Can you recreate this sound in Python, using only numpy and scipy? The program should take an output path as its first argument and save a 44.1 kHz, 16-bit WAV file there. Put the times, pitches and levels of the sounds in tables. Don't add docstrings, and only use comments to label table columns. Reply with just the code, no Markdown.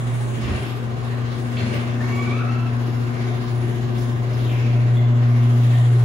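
import sys
import numpy as np
from scipy import signal
from scipy.fft import rfft, irfft
from scipy.io import wavfile
from scipy.ndimage import uniform_filter1d

SR = 44100
rng = np.random.default_rng(int(sys.argv[2]) if len(sys.argv) > 2 else 0)


def transcribe(signal):
    frames = np.atleast_2d(signal).T
    limited = np.clip(frames, -1, 1)
    pcm = np.round(limited * 32767).astype(np.int16)
    wavfile.write(sys.argv[1], SR, pcm)


N = 266364
T = np.arange(N) / SR
F = np.maximum(np.arange(N // 2 + 1) * SR / N, 1.)
HUM_HZ = 119.9
SHAFT_HZ = 28.77


def hum():
    # start_s, level_db, left_minus_right_db
    first = [(0.0, -24, 0), (0.1, -21.5, -3.5), (0.3, -23, -2.5), (0.5, -29, -9), (0.68, -28.5, 5),
             (1.1, -24.5, 4.5), (1.5, -24.5, 5), (2.15, -22.5, 4), (2.64, -21, 3.5), (3.1, -22.5, 4.5),
             (3.6, -21, 4.5), (4.0, -22.5, 4.5), (4.4, -20.5, 3.5), (4.81, -15.5, 1.5), (5.5, -14, 1),
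             (6.1, -13, 0.5)]
    # start_s, second_order_db, second_left_minus_right_db, third_order_db
    second_third = [(0.0, -41.5, 5, -46), (0.7, -47, 20, -57), (1.28, -37.5, 10, -63),
                    (1.72, -31.5, 2, -44), (2.3, -28, 2, -41.5), (2.79, -33, 7, -45), (3.2, -32, 2, -37),
                    (3.63, -36, 1, -38), (3.97, -33, 2, -37), (4.3, -41, 8, -41), (4.74, -41.5, 13, -55),
                    (5.0, -33, 6.5, -38), (5.26, -30, 3, -53.5), (5.58, -29.5, -1, -40.5),
                    (5.89, -39.5, 1, -47), (6.1, -34, 6, -33)]
    # start_s, fifth_order_db
    fifth = [(0, -58), (3.7, -61), (4.1, -49), (5.2, -45), (5.6, -60), (6.04, -56)]
    # order, level_db
    upper = [(4, -55.5), (6, -49.5)]
    # start_s, right_port_lead_rad at first order, half_right_port_lead_rad at second order
    port_lead = [(0, .6, -1), (.75, .7, -.7), (1.4, .35, -.4), (3, .27, -.3), (4.2, .27, -.6),
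                 (4.8, .27, .3), (5.3, .2, .25), (6.04, .1, 0)]
    # centre_s, left_depth_db, right_depth_db
    dips = [(3.165, 4, 9), (3.45, 5, 11)]
    dip_half_s = 0.043
    waver_db, waver_per_s, throb_db = 1.6, 12, .6

    side = np.array([[.5], [-.5]])
    level1_db, pan1_db = columns(first)
    level2_db, pan2_db, level3_db = columns(second_third)
    level5_db, = columns(fifth)
    lead_rad, half_lead2_rad = columns(port_lead)
    dip_db = bumps([(s, dip_half_s, *db) for s, *db in dips])
    orders = [(1, level1_db + side * pan1_db - dip_db), (2, level2_db + side * pan2_db),
              (3, level3_db), (5, level5_db)] + upper
    out = 0
    for k, db in orders:
        waver = undb(waver_db * (k > 2) * np.array([walk(waver_per_s), walk(waver_per_s)]))
        throb = undb(throb_db * (k > 1) * np.sin(np.pi * SHAFT_HZ * T))
        lead = half_lead2_rad if k == 2 else lead_rad
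        phase = k * (2 * np.pi * HUM_HZ * T - side * lead) + 2 * np.pi * rng.random()
        out = out + waver * throb * undb(db) * np.sin(phase)
    return np.sqrt(2) * out


def drive_train():
    # freq_hz, density_db_per_hz
    shake_colour = [(18, -10), (25, -11), (35, -4), (55, 5), (70, 5), (90, -19)]
    rumble_colour = [(60, -10.5), (80, -8.5), (100, 2), (140, 3.5), (175, -8.5), (230, 1.5), (300, -6),
                     (370, 1), (440, -14), (540, -18.5), (900, -43.5)]
    whirr_colour = [(250, -17.5), (420, 0), (540, -3), (610, 1.5), (660, -0.5), (720, 0), (880, -6),
                    (1050, -2), (1150, -2.5), (1250, -4.5), (1400, -6), (1600, -9), (3000, -30)]
    rattle_colour = [(900, -39), (1500, 8), (2300, 6), (3300, 2.5), (4300, -2), (5300, -5.5), (6400, -12),
                     (7300, -13.5), (9000, -39)]
    hiss_colour = [(5000, -13), (6500, 6), (7400, 2), (8500, -5), (10100, 3), (10900, -2), (12400, -3),
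                   (13500, -3.5), (15000, -15.5), (15900, 1)]
    sizzle_colour = [(7000, -25), (7600, -6), (8000, -4), (8350, 0), (8700, -2), (9200, -5), (9700, -25)]
    # centre_s, half_length_s, joists_swell_db, panels_swell_db, mids_swell_db
    jolts = [(.52, 0.097, 11, 3.5, 5), (1.63, 0.065, 1, 3.5, 3.5), (1.76, 0.055, 8, 4, 4),
             (2.2, 0.44, -1.5, 0.5, 3), (3.3, 0.17, 0, 1, 1.5), (3.85, 0.26, 3, 1.5, -1.5),
             (4.47, 0.16, 7, 2.5, 1.5), (5.8, 0.093, 1, -2, 1)]
    # start_s, level_db
    treble_levels = [(0.0, 1), (0.68, 2), (0.9, -4.5), (1.25, -2.5), (1.52, 1.5), (1.76, 2), (1.95, -0.5),
                     (2.2, 3), (2.45, -2.5), (3.0, -2), (3.7, 1), (3.92, -4), (4.0, 4.5), (4.18, -2),
                     (4.4, 0.5), (4.62, -0.5), (4.78, -4), (5.1, -3.5), (5.68, 2), (6.1, 0.5)]
    # start_s, level_db
    sizzle_fade = [(0, 10), (1.8, 2), (2.6, -4.5), (5.1, -13), (5.8, 8.5)]
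    shake_db, rumble_db, whirr_db, rattle_db, hiss_db, sizzle_db = -47.5, -39, -40.5, -51, -60.5, -60
    whirr_jolt_share, rattle_treble_share = 0.82, 0.37
    chain_flicker_db, chain_flicker_per_s = 2.5, 9

    joists_db, panels_db, mids_db = bumps(jolts)
    treble_db, = columns(treble_levels)
    fade_db, = columns(sizzle_fade)
    turn_rad = 2 * np.pi * np.cumsum(SHAFT_HZ * (1 + 0.024 * walk(2.65))) / SR
    beat = np.sin(turn_rad / 2) + .5 * np.sin(turn_rad)
    pull = np.sin(2 * np.pi * HUM_HZ * T)
    grit = undb(1.6 * np.minimum(rng.exponential(size=N), 4))
    links = grit * undb(1.2 * beat + 0.5 * walk(6.8))
    left = undb(np.array([[.8], [-.8]]))

    shake = wash(shake_colour, 25, 71, 0.81, 10.0, 1, count=1)
    rumble = left * wash(rumble_colour, 138.6, 227.7, 1.43, 8.2, 1)
    whirr = left * wash(whirr_colour, 383, 924, 1.17, 8, undb(.5 * beat + 0.24 * pull), count=4)
    rattle = wash(rattle_colour, 2880, 4600, 1.6, 10, undb(1.0 * beat + 0.99 * walk(18)), count=4)
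    hiss = wash(hiss_colour, 9600, 12500, chain_flicker_db, chain_flicker_per_s, links, count=4)
    sizzle = wash(sizzle_colour, 6500, 10000, chain_flicker_db, chain_flicker_per_s, links)
    return (undb(shake_db + joists_db) * shake
            + undb(rumble_db + panels_db) * rumble
            + undb(whirr_db + whirr_jolt_share * mids_db) * whirr
            + undb(rattle_db + mids_db + rattle_treble_share * treble_db) * rattle
            + undb(hiss_db + treble_db) * hiss
            + undb(sizzle_db + treble_db + fade_db) * sizzle)


def squeals():
    # start_s, length_s, slip_start_hz, slip_end_hz, first_order_db, second_order_db,
    # pitch_jitter_share
    grips = [(2.006, .022, 900, 915, -50, -36.5, .02), (2.04, .075, 1100, 1118, -41, -41.5, .014),
             (2.04, .09, 930, 950, -45, -52, .02), (2.085, .075, 1365, 1385, -56, -47, .012),
             (2.118, .085, 1118, 1130, -37, -35.5, .01), (2.205, .05, 1140, 1165, -38, -36, .02),
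             (2.255, .085, 1170, 1205, -39, -36.5, .03), (2.255, .03, 1490, 1500, -43, -60, .01),
             (2.34, .06, 1230, 1305, -39.5, -44, .035), (2.4, .065, 1310, 1330, -38.5, -49, .035),
             (2.405, .025, 1450, 1460, -42, -60, .01), (2.468, .042, 1325, 1330, -38.5, -43, .024),
             (2.52, .055, 1340, 1350, -40, -47, .024), (2.58, .11, 1335, 1322, -47, -50, .014)]
    grip_edge_s, third_vs_second_db = 0.0072, -19
    grain_db, grains_per_s = 4, 80
    groan_s, groan_length_s, groan_hz, groan_rise_hz_per_s, groan_db = 1.69, .21, 603, 70, -48

    wobble = walk(320)
    grain = undb(grain_db * np.minimum(walk(grains_per_s), 1))
    hinge = 0
    for s, length, from_hz, to_hz, db1, db2, jitter in grips:
        slip_hz = np.interp(T, [s, s + length], [from_hz, to_hz]) * (1 + jitter * wobble)
        phase = 2 * np.pi * np.cumsum(slip_hz) / SR
        orders_db = [db1, db2, db2 + third_vs_second_db]
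        tone = sum(undb(db) * np.sin((k + 1) * phase) for k, db in enumerate(orders_db))
        hinge = hinge + hold(s, length, grip_edge_s) * tone
    low_hz = (groan_hz + groan_rise_hz_per_s * (T - groan_s)) * (1 + .03 * walk(60))
    joint = undb(groan_db) * hold(groan_s, groan_length_s, .05) * np.sin(2 * np.pi * np.cumsum(low_hz) / SR)
    return np.sqrt(2) * grain * (hinge + joint)


def clanks():
    # start_s, rms_db, centre_hz, spread_octaves, contact_s, bright_snap_db
    contacts = [(.435, -38, 2800, 0.4, 0.043, -66), (0.521, -42, 2800, 0.43, 0.04, -73),
                (0.651, -46, 3500, .6, 0.082, -67), (1.5, -54, 5160, .1, 0.022, -62),
                (1.568, -30.5, 2700, 0.33, 0.017, -68), (1.569, -40.5, 4200, 0.12, 0.06, -70),
                (1.586, -37, 3300, .15, .02, -70), (1.588, -33, 2350, 0.35, 0.013, -70),
                (1.69, -42, 2400, .5, 0.035, -70), (1.735, -31.5, 2380, 0.33, 0.018, -55),
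                (1.8, -42, 2680, 0.35, 0.022, -71), (1.84, -46, 2400, .3, .02, -70),
                (3.979, -43.5, 5000, 0.41, 0.028, -57), (4.331, -48.5, 4900, 0.35, 0.04, -62),
                (4.49, -36.5, 2580, 0.34, 0.027, -69), (4.64, -36, 2500, 0.1, 0.01, -74.5),
                (4.68, -43, 2150, .2, 0.026, -72), (4.76, -44, 2200, .35, 0.047, -72),
                (4.958, -38.5, 3450, 0.056, 0.017, -63), (4.968, -37, 2100, .06, 0.012, -69),
                (5.02, -50.5, 3500, .05, .04, -70), (5.732, -37.5, 1830, 0.13, 0.027, -60),
                (5.748, -40.5, 3400, 0.2, 0.03, -66), (5.81, -44, 3280, 0.18, 0.03, -70)]
    # freq_hz, width_hz, level_db
    track_modes = [(1055, 60, -2), (1450, 60, -8), (1850, 55, -2), (2100, 70, -1), (2320, 70, 0),
                   (2550, 70, 0.5), (2750, 70, -1), (3100, 60, -2), (3450, 60, 0), (3700, 60, -5),
                   (4220, 60, -3.5), (4500, 70, -9), (5200, 150, -3)]
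    broad_db = -10
    spot_shift = .02
    rise_s, grit_db, grit_per_s = 0.0028, 5, 207
    snap_s = .014

    out, t = np.zeros(N + SR), np.arange(SR // 2) / SR
    f = np.maximum(np.arange(len(t) // 2 + 1) * SR / len(t), 1.)
    for s, db, near_hz, octaves, contact_s, snap_db in contacts + scrape():
        rough = rng.standard_normal((2, len(t) + 2))
        shift = 1 + spot_shift * rough[1, :len(track_modes)] * min(octaves / .4, 1)
        steel = undb(broad_db) + sum(undb(g) / (1 + 2j * (f - hz * m) / width)
                                     for m, (hz, width, g) in zip(shift, track_modes))
        push = rough[0, 2:] * np.exp(-t / contact_s) * np.minimum(t / rise_s, 1)
        push = push * undb(grit_db * walk(grit_per_s)[:len(t)])
        near = np.exp(-.5 * (np.log2(f / near_hz) / octaves) ** 2)
        ring = irfft(rfft(push) * steel * near, len(t))
        ring /= np.sqrt(np.sum(ring ** 2) / (SR * contact_s / 2))
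        snap = np.diff(rough[1], 2) * t / snap_s * np.exp(1 - t / snap_s)
        out[int(s * SR):][:len(t)] += undb(db) * ring + undb(snap_db) * snap
    return out[:N]


def scrape():
    start_s, length_s, from_hz, to_hz, top_db = 4.39, 0.2, 3840, 2150, -42.5
    swell_db, octaves, contact_s, snap_db = 3.5, 0.18, 0.03, -66
    u = np.linspace(0, 1, num=9)
    hz = from_hz * (to_hz / from_hz) ** u
    db = top_db - swell_db * ((u - .6) / 0.51) ** 2
    return [(s, d, h, octaves, contact_s, snap_db) for s, d, h in zip(start_s + length_s * u, db, hz)]


def panel_thuds():
    # start_s, peak_db before the uneven shaking, pitch_hz
    thuds = [(.44, -29, 58), (.475, -23.5, 85), (.47, -34.5, 282.5), (.5, -34.5, 204), (.53, -33, 77.6),
             (0.55, -28, 134.4), (.56, -39, 200), (.63, -38, 270.5), (1.57, -27, 95.3), (1.621, -28, 217),
             (1.65, -35, 139), (6.005, -31, 70)]
    peak_s, loose_db = .03, 3
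    out, t = np.zeros(N + SR), np.arange(SR // 2) / SR
    for s, db, low_hz in thuds:
        pulse = t / peak_s * np.exp(1 - t / peak_s)
        out[int(s * SR):][:len(t)] += undb(db) * np.sin(2 * np.pi * low_hz * t) * pulse
    return out[:N] * undb(loose_db * walk(60))


def room(dry, direct_db):
    # freq_hz, t60_s
    room_t60 = [(200, 0.67), (1500, 0.92), (5000, 0.26), (12000, 0.1)]
    t = np.arange(SR) / SR
    f = np.maximum(np.arange(SR // 2 + 1), 1.)
    tail = 0
    for hz in 125 * 2. ** np.arange(8):
        mask = np.cos(np.pi / 2 * np.clip(np.log2(f / hz), -1, 1)) ** 2
        band = irfft(rfft(rng.standard_normal((2, SR))) * mask)
        tail = tail + band * 1000 ** (-t / over_hz(room_t60, hz))
    tail *= np.minimum(t / 0.0072, 1)
    tail /= np.sqrt(np.sum(tail ** 2, axis=1, keepdims=True))
    tail[:, 0] = undb(direct_db)
    tail /= np.sqrt(1 + undb(2 * direct_db))
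    return signal.fftconvolve(dry[None], tail, axes=1)[:, :N]


def wash(shape, lo_hz, hi_hz, flicker_db, rate, drive, count=2):
    # freq_hz, share_common_to_both_ports (0-1)
    likeness = [(20, 0.8), (130, 0.95), (290, 0.8), (640, 0.22), (1000, 0), (1800, 0.32), (3000, 0.02),
                (5800, 0.09), (6800, 0.2), (8400, 1), (9800, 1), (11000, 0.75), (16000, 1)]
    ripple_db = 1.9
    port_lag_s = .00031
    in_step_hz, turn_hz = 10850, 4850
    like = np.clip(over_hz(likeness, F), 0, 1)
    turns = np.where(F > 5000, (F - in_step_hz) / turn_hz, F * port_lag_s * (F > 900))
    ripple = np.interp(F, 25 * np.arange(900), rng.standard_normal(900)) * np.minimum(F / 600, 1)
    colour = undb(over_hz(shape, F) + ripple_db * ripple) * (F < shape[-1][0])
    one, other = rfft(drive * rng.standard_normal((2, N))) * colour
    pair = np.array([one, like * np.exp(2j * np.pi * turns) * one + np.sqrt(1 - like ** 2) * other])
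    out, steps = np.zeros((2, N)), count * np.log2(F / shape[0][0])
    for k in range(int(count * np.log2(shape[-1][0] / shape[0][0])) + 2):
        overlap = np.maximum(1 - np.abs(steps - k), 0)
        out += irfft(pair * overlap, N) * undb(flicker_db * walk(rate))
    mid_side = rfft(np.array([out[0] + out[1], out[0] - out[1]]) / 2)[:, (F > lo_hz) & (F < hi_hz)]
    return out / np.sqrt(2 * np.sum(np.abs(mid_side) ** 2, axis=1).max()) * N


def undb(db):
    return 10 ** (np.asarray(db) / 20)


def columns(table):
    s, *rest = np.transpose(table)
    return [np.interp(T, s, c) for c in rest]


def over_hz(table, hz):
    return np.interp(np.log(hz), np.log(np.array(table)[:, 0]), np.array(table)[:, 1])


def walk(rate):
    k = int(SR / rate)
    steps = np.repeat(rng.standard_normal(N // k + 1), k)
    return 1.44 * uniform_filter1d(uniform_filter1d(steps, k), k)[:N]


def bumps(table):
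    return sum(np.array(db)[:, None] * np.exp(-((T - s) / half) ** 2) for s, half, *db in table)


def hold(start, length, edge):
    return np.clip(np.minimum(T - start, start + length - T) / edge + .5, 0, 1)


def scene():
    hinge = room(squeals(), direct_db=5.5)
    track = room(clanks(), direct_db=0)
    return hum() + drive_train() + hinge + track + panel_thuds()


def record(dry):
    return signal.sosfilt(signal.ellip(14, .3, 70, 15740, fs=SR, output="sos"), dry)


dry = scene()
out = record(dry)
transcribe(out)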